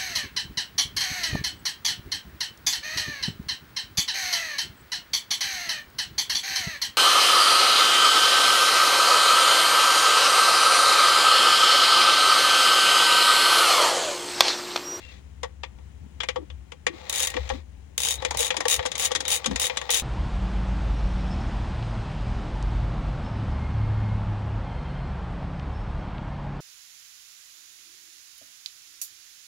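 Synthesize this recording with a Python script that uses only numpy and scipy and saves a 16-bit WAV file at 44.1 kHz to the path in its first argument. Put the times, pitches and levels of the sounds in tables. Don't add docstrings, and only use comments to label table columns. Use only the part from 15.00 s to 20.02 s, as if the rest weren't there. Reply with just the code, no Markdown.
import sys
import numpy as np
from scipy import signal
from scipy.fft import rfft, irfft
from scipy.io import wavfile
from scipy.ndimage import uniform_filter1d

SR = 44100
rng = np.random.default_rng(int(sys.argv[2]) if len(sys.argv) > 2 else 0)


def wav_out(sig):
    wavfile.write(sys.argv[1], SR, np.round(np.clip(np.atleast_2d(sig).T, -1, 1) * 32767).astype(np.int16))


N = 221508
TIME = np.arange(N) / SR


def amp(db):
    return 10 ** (np.asarray(db) / 20)


def unit_energy(x):
    return x / np.sqrt(np.mean(np.sum(x ** 2, axis=-1)))


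def unit_rms(x):
    return x / np.std(x)


def add(track, start_s, sound):
    i = max(int(start_s * SR), 0)
    part = sound[..., :max(N - i, 0)]
    track[:, i:i + part.shape[-1]] += part


def convolve(x, impulse):
    return signal.fftconvolve(np.atleast_2d(x), np.atleast_2d(impulse), axes=-1)[:, :np.shape(x)[-1]]


def response(spectrum, size=4096):
    hz, db = np.transpose(spectrum)
    bins_hz = np.fft.rfftfreq(size, 1 / SR)
    gain = amp(np.interp(np.log(bins_hz + 1), np.log(hz), db))
    cepstrum = irfft(np.log(gain))
    cepstrum[1:size // 2] *= 2
    cepstrum[size // 2 + 1:] = 0
    return irfft(np.exp(rfft(cepstrum)))[:size // 2]


def resonance(x, hz, width_hz):
    return signal.lfilter(*signal.iirpeak(hz, hz / width_hz, fs=SR), x)


def narrow_band(x, hz, width_hz):
    return resonance(resonance(x, hz, width_hz), hz, width_hz)


def noise_pair(apart, size):
    shared, *own = rng.standard_normal((3, size))
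    return shared + apart * np.array(own)


def wander(rate_hz):
    knots = rng.standard_normal(N // 20)
    return unit_rms(np.interp(TIME * rate_hz, np.arange(len(knots)), knots))


def gate(start_s, end_s):
    return uniform_filter1d(1. * ((TIME > start_s) & (TIME < end_s)), size=3500)


def swells(table, width_hz, gain_db):
    out = np.zeros((2, N))
    for start_s, pitch_hz, level_db, length_s in table:
        tone = narrow_band(rng.standard_normal(SR // 4), pitch_hz, width_hz)[-int(length_s * SR):]
        fade = signal.windows.tukey(len(tone), .5)
        add(out, start_s, amp(level_db + gain_db) * unit_rms(tone * fade))
    return out


def burst(t60_s, apart, rise_s, echo_db=-14, echo_t60_s=.07, size=3000):
    t = TIME[:size]
    decay = np.hypot(amp(-60 * t / t60_s), amp(echo_db - 60 * t / echo_t60_s))
    return noise_pair(apart, size) * decay * (1 - np.exp(-t / rise_s))


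def strike(blow, spectrum, lead_hz, width_hz, lead_db):
    sound = convolve(blow, response(spectrum))
    lead = unit_energy(narrow_band(sound, lead_hz, width_hz))
    return unit_energy(unit_energy(sound) + amp(lead_db) * lead)


# freq_hz, gain_db
AIR_SPECTRUM = [(20, -39), (45, -8), (80, -3), (110, 5), (170, 1), (300, -7), (700, -17), (1500, -24),
                (3000, -31.5), (5000, -40.5), (6500, -38.5), (10000, -38), (16000, -45)]

def air(level_db=-53, flutter_db=.7):
    flutter = amp(flutter_db * wander(rate_hz=5))
    noise = convolve(noise_pair(apart=1, size=N), response(AIR_SPECTRUM))
    return unit_rms(noise) * amp(level_db) * flutter


# time_s, level_db
DRONE_LEVELS = [(0, -46.5), (.28, -42), (1.2, -40.5), (1.9, -49.5), (2.7, -41), (3.5, -49.5), (5.02, -47)]
# peak_s, rise_db, length_s
DRONE_BOOMS = [(1.566, 12, 0.084), (2.417, 15, 0.076), (2.527, 11, 0.076), (3.184, 16.5, 0.043),
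               (3.35, 14, 0.1), (3.789, 19, 0.032), (4.549, 18.5, 0.064)]

def drone(low_hz=66, high_hz=78, high_db=-5, width_hz=9):
    def tone(hz):
        band = narrow_band(rng.standard_normal(N), hz, width_hz)
        return np.cos(np.angle(signal.hilbert(band)))
    level_db = np.interp(TIME, *np.transpose(DRONE_LEVELS))
    for peak_s, rise_db, length_s in DRONE_BOOMS:
        level_db += rise_db * np.exp(-2 * ((TIME - peak_s) / length_s) ** 2)
    return unit_rms(tone(low_hz) + amp(high_db) * tone(high_hz)) * amp(level_db)


def pit(x, level_db=-28, t60_s=.25, rise_s=.0047, size=20000):
    t = TIME[:size]
    tail = noise_pair(apart=.22, size=size) * amp(-60 * t / t60_s) * (1 - np.exp(-t / rise_s))
    dull_tail = convolve(tail, response([(300, 2.5), (4000, -2), (12000, -50)]))
    return x + amp(level_db) * convolve(x, unit_energy(dull_tail))


# start_s, pitch_hz, relative_db, length_s
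HOUSING_THUMPS = [(0.991, 193, -47, 0.097), (1.368, 346, -40, 0.084), (1.869, 320, -41, 0.1),
                  (2.346, 315, -36.5, 0.038), (2.504, 271, -40, 0.1), (3.381, 494, -27, 0.041),
                  (3.57, 320, -41.5, 0.073), (4.157, 302, -46.5, 0.09), (4.465, 219, -28.5, 0.07),
                  (4.517, 239, -32.5, 0.042)]

def thumps():
    return swells(HOUSING_THUMPS, width_hz=90, gain_db=-2)


# pitch_hz, width_hz, gain_db
LID_MODES = [(503.6, 55, 15.5), (806, 165, -5.5), (1133, 38, 5.5), (1872, 19, 3.5), (2407, 44, -2),
             (3374, 100, -4.5)]

def lid(x):
    return x + sum(amp(db) * resonance(x, hz, width_hz) for hz, width_hz, db in LID_MODES)


# start_s, pitch_hz, relative_db, length_s
TOOL_SQUEAKS = [(0.001, 2720, -60.5, 0.13), (3.180, 3800, -51.5, 0.029), (3.384, 3890, -40, 0.0126),
                (4.254, 3760, -47, 0.045)]

def squeaks():
    return swells(TOOL_SQUEAKS, width_hz=65, gain_db=1.5)


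# start_s, end_s, hiss_relative_db, body_relative_db
RUB_SPELLS = [(0, 0.18, -56.5, -62.5), (1.938, 2.13, -54.5, -50), (2.125, 2.59, -51.5, -52.5),
              (3.178, 5.02, -51.5, -47)]
# freq_hz, gain_db
HISS_SPECTRUM = [(900, -16.5), (2000, 1.5), (3000, -6.5), (3700, -1.5), (5000, -12.5), (7000, -16),
                 (11000, -27), (16000, -24)]
# freq_hz, gain_db
BODY_SPECTRUM = [(120, -45.5), (300, -3), (480, 1), (900, 6.5), (1300, -1), (2200, -46.5), (5000, -76)]

def rubbing(grain_db=2.3, hiss_gain_db=-2, body_gain_db=-4, swing_hiss_db=9, swing_body_db=5):
    grains = noise_pair(apart=.85, size=N) * amp(grain_db * wander(rate_hz=260))
    swinging = sum(gate(start_s, end_s) for start_s, end_s, *_ in BACK_SWINGS)
    hiss = unit_rms(convolve(grains, response(HISS_SPECTRUM)))
    body = unit_rms(convolve(grains, response(BODY_SPECTRUM)))
    hiss *= amp(hiss_gain_db + swing_hiss_db * swinging)
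    body *= amp(body_gain_db + swing_body_db * swinging)
    return sum(gate(start_s, end_s) * (amp(hiss_db) * hiss + amp(body_db) * body)
               for start_s, end_s, hiss_db, body_db in RUB_SPELLS)


# pitch_hz, t60_s, relative_db
WRENCH_MODES = [(3700, 0.065, -11), (3762, 0.046, -11), (4615, 0.022, -19), (5760, 0.01, -18.5),
                (6635, 0.057, -11.5), (6540, 0.055, -42), (7074, 0.02, -14), (9580, 0.01, -14)]

def wrench_ring(detune=.004, rise_s=.0014, size=3000):
    hz, t60_s, db = np.transpose(WRENCH_MODES)[:, :, None]
    t = TIME[:size]
    hz = hz * (1 + detune * rng.standard_normal(hz.shape))
    modes = np.exp((2j * np.pi * hz - np.log(1000) / t60_s) * t) * (1 - np.exp(-t / rise_s))
    modes *= amp(db) / np.linalg.norm(modes.real, axis=1, keepdims=True)
    port_phases = np.exp(2j * np.pi * rng.random((2, len(hz))))
    return (port_phases @ modes).real


# freq_hz, gain_db
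CLANK_SPECTRUM = [(500, -15), (1200, -3), (1900, -1.5), (2700, -5), (3400, -2.5), (4200, -12),
                  (7000, -20.5), (14000, -64)]
# freq_hz, gain_db
TICK_SPECTRUM = [(2000, 13.5), (4500, 9), (6500, 11.5), (9000, 7), (12000, 5.5), (16000, -71)]

def knock(blow_db, tick_offset_db, clank_hz, clank_gain_db=13.5, tick_gain_db=8.5, ring_db=-2):
    thud_hz = 981 if rng.random() < .4 else 491
    thud_burst = burst(t60_s=.059, apart=.37, rise_s=.00087)
    thud = strike(thud_burst, BODY_SPECTRUM, thud_hz, width_hz=110, lead_db=-8.5)
    clank_burst = burst(t60_s=.033, apart=1, rise_s=.00051, echo_db=-.5)
    clank = strike(clank_burst, CLANK_SPECTRUM, clank_hz, width_hz=1040, lead_db=-8)
    tick_burst = burst(t60_s=.048, apart=.79, rise_s=.0005)
    tick = unit_energy(convolve(tick_burst, response(TICK_SPECTRUM))) + amp(ring_db) * wrench_ring()
    metal = amp(clank_gain_db) * clank + amp(tick_offset_db + tick_gain_db) * tick
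    thud_db = 5.5 + .67 * blow_db - 20 * np.log2(clank_hz / 2000)
    return amp(thud_db) * thud + amp(blow_db) * metal


# start_s, blow_db, tick_offset_db, clank_hz
TOOL_BLOWS = [(0.4307, -26, -1, 1860), (0.4409, -32, -8, 1920), (0.633, -24.5, -25, 2180),
              (0.7845, -53.5, -30, 2160), (1.2023, -19, -17, 3200), (1.2317, -22.5, -7, 2300),
              (1.286, -17.5, -8.5, 2440), (1.3581, -28, -16, 1610), (1.5, -37.5, -37, 3200),
              (1.718, -34, -2.5, 2380), (1.8654, -13.5, -7.5, 2170), (2.3388, -26.5, -9, 2250),
              (2.365, -22, -16, 1920), (2.49, -31, 4.5, 3100), (2.4992, -22, -29, 1750),
              (3.2207, -30, -2, 1750), (3.248, -17, 0.5, 2190), (3.3071, -28, 10.5, 1600),
              (3.3445, -30.5, 3, 1600), (3.5035, -14, -8, 2330), (3.541, -31.5, -9, 1660),
              (3.566, -21, 5, 2370), (3.6039, -20.5, 2.5, 1780), (3.6529, -20.5, -1.5, 1698),
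              (3.7908, -21, -32, 1850), (3.8262, -29.5, -10, 2200), (3.8518, -25.5, -0.5, 1630),
              (3.8589, -24.5, 9, 3060), (3.9158, -27, 6, 3500), (3.9525, -28.5, 9, 3830),
              (4.1064, -28, -28, 1720), (4.115, -23.5, 4.5, 3400), (4.1493, -20.5, 6.5, 3850),
              (4.157, -22, 7, 3400), (4.2036, -29.5, 12, 3600), (4.2511, -24.5, 0.5, 3520),
              (4.442, -23, -5, 3200), (4.4583, -20, 9, 3270), (4.5094, -29, 0, 1850),
              (4.5578, -26.5, 11.5, 2400), (4.6962, -21, -33, 2150), (4.7703, -18.5, 3, 3620),
              (4.813, -28.5, 0.5, 2050), (4.8909, -21, -25, 2000)]

def knocks(throw_fraction=.52):
    out = np.zeros((2, N))
    for start_s, blow_db, tick_offset_db, clank_hz in TOOL_BLOWS:
        add(out, start_s, knock(blow_db, tick_offset_db, clank_hz))
    for start_s, end_s, *_ in BACK_SWINGS:
        throw_s = start_s + throw_fraction * (end_s - start_s)
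        add(out, throw_s, knock(blow_db=-25, tick_offset_db=-1, clank_hz=3400))
    return out


# freq_hz, gain_db
SNAP_SPECTRUM = [(150, -24), (450, -2.5), (900, 2), (1500, -3), (3000, 6.5), (4600, -2.5), (6500, 2.5),
                 (9000, 6), (12000, 10.5), (16000, -6)]

def tooth(ring_db):
    snap_burst = burst(t60_s=.012, apart=1, rise_s=.0008, echo_db=-13)
    snap = convolve(snap_burst, response(SNAP_SPECTRUM, size=1024))
    return unit_energy(snap) + amp(ring_db) * wrench_ring()


# start_s, end_s, tooth_count, ease (0 even speed, 1 rest to rest), relative_db
BACK_SWINGS = [(2.0955, 2.3008, 20, 1, -21.5), (2.9778, 3.1542, 22, 0.4, -21.5),
               (3.371, 3.4778, 16, 0.51, -22), (3.6815, 3.7616, 15, 0.63, -20),
               (3.979, 4.0698, 17, 0.58, -21), (4.2794, 4.372, 16, .5, -20.5),
               (4.5967, 4.675, 15, 0.32, -21.5), (4.9036, 4.996, 16, 0.25, -19)]

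def pawl(gain_db=13.5, first_db=2.5, speed_db=1, scatter_db=6, jitter_s=.001,
         ring_db=-5, ring_growth_db=6):
    out = np.zeros((2, N))
    for start_s, end_s, tooth_count, ease, relative_db in BACK_SWINGS:
        travel = np.linspace(0, 1, tooth_count)
        time_fraction = travel + ease * (np.arccos(1 - 2 * travel) / np.pi - travel)
        speed = np.sin(np.pi * travel)
        lateness, hardness = rng.uniform(-1, 1, (tooth_count, 2)).T
        times_s = start_s + (end_s - start_s) * time_fraction + jitter_s * lateness * speed
        levels_db = relative_db + gain_db + speed_db * ease ** 2 * speed + scatter_db * hardness
        levels_db[0] += first_db
        rings_db = ring_db + ring_growth_db * travel * np.sqrt(abs(speed))
        for time_s, level_db, tooth_ring_db in zip(times_s, levels_db, rings_db):
            add(out, time_s, amp(level_db) * tooth(tooth_ring_db))
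    return out


def scene():
    tool = lid(knocks() + pawl() + rubbing()) + squeaks()
    return pit(tool) + thumps() + drone() + air()


# freq_hz, gain_db
LEFT_RESPONSE = [(60, 0.5), (520, 2.5), (650, 2), (800, 5), (1200, 1.5), (1450, 5.5), (1900, 9), (7000, 13),
                 (8500, 5.5), (10500, -12.5), (13000, -24), (15000, 0.5)]
# freq_hz, gain_db
RIGHT_RESPONSE = [(60, -8), (350, -6), (500, -6), (630, -6), (800, -2), (1150, -5), (1600, -11), (2000, -7),
                  (2600, -0.5), (3600, -4), (4600, 5), (8000, 2.5), (9500, 10), (13000, -10.5), (15000, 12)]

def record(dry, lag_samples=42, cutoff_hz=16100):
    left, right = convolve(dry, [response(LEFT_RESPONSE), response(RIGHT_RESPONSE)])
    left = np.pad(left, (lag_samples, 0))[:N]
    lowpass = signal.ellip(10, .2, 80, cutoff_hz, fs=SR, output="sos")
    return signal.sosfilt(lowpass, [left, right])


dry = scene()
out = record(dry)
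wav_out(out)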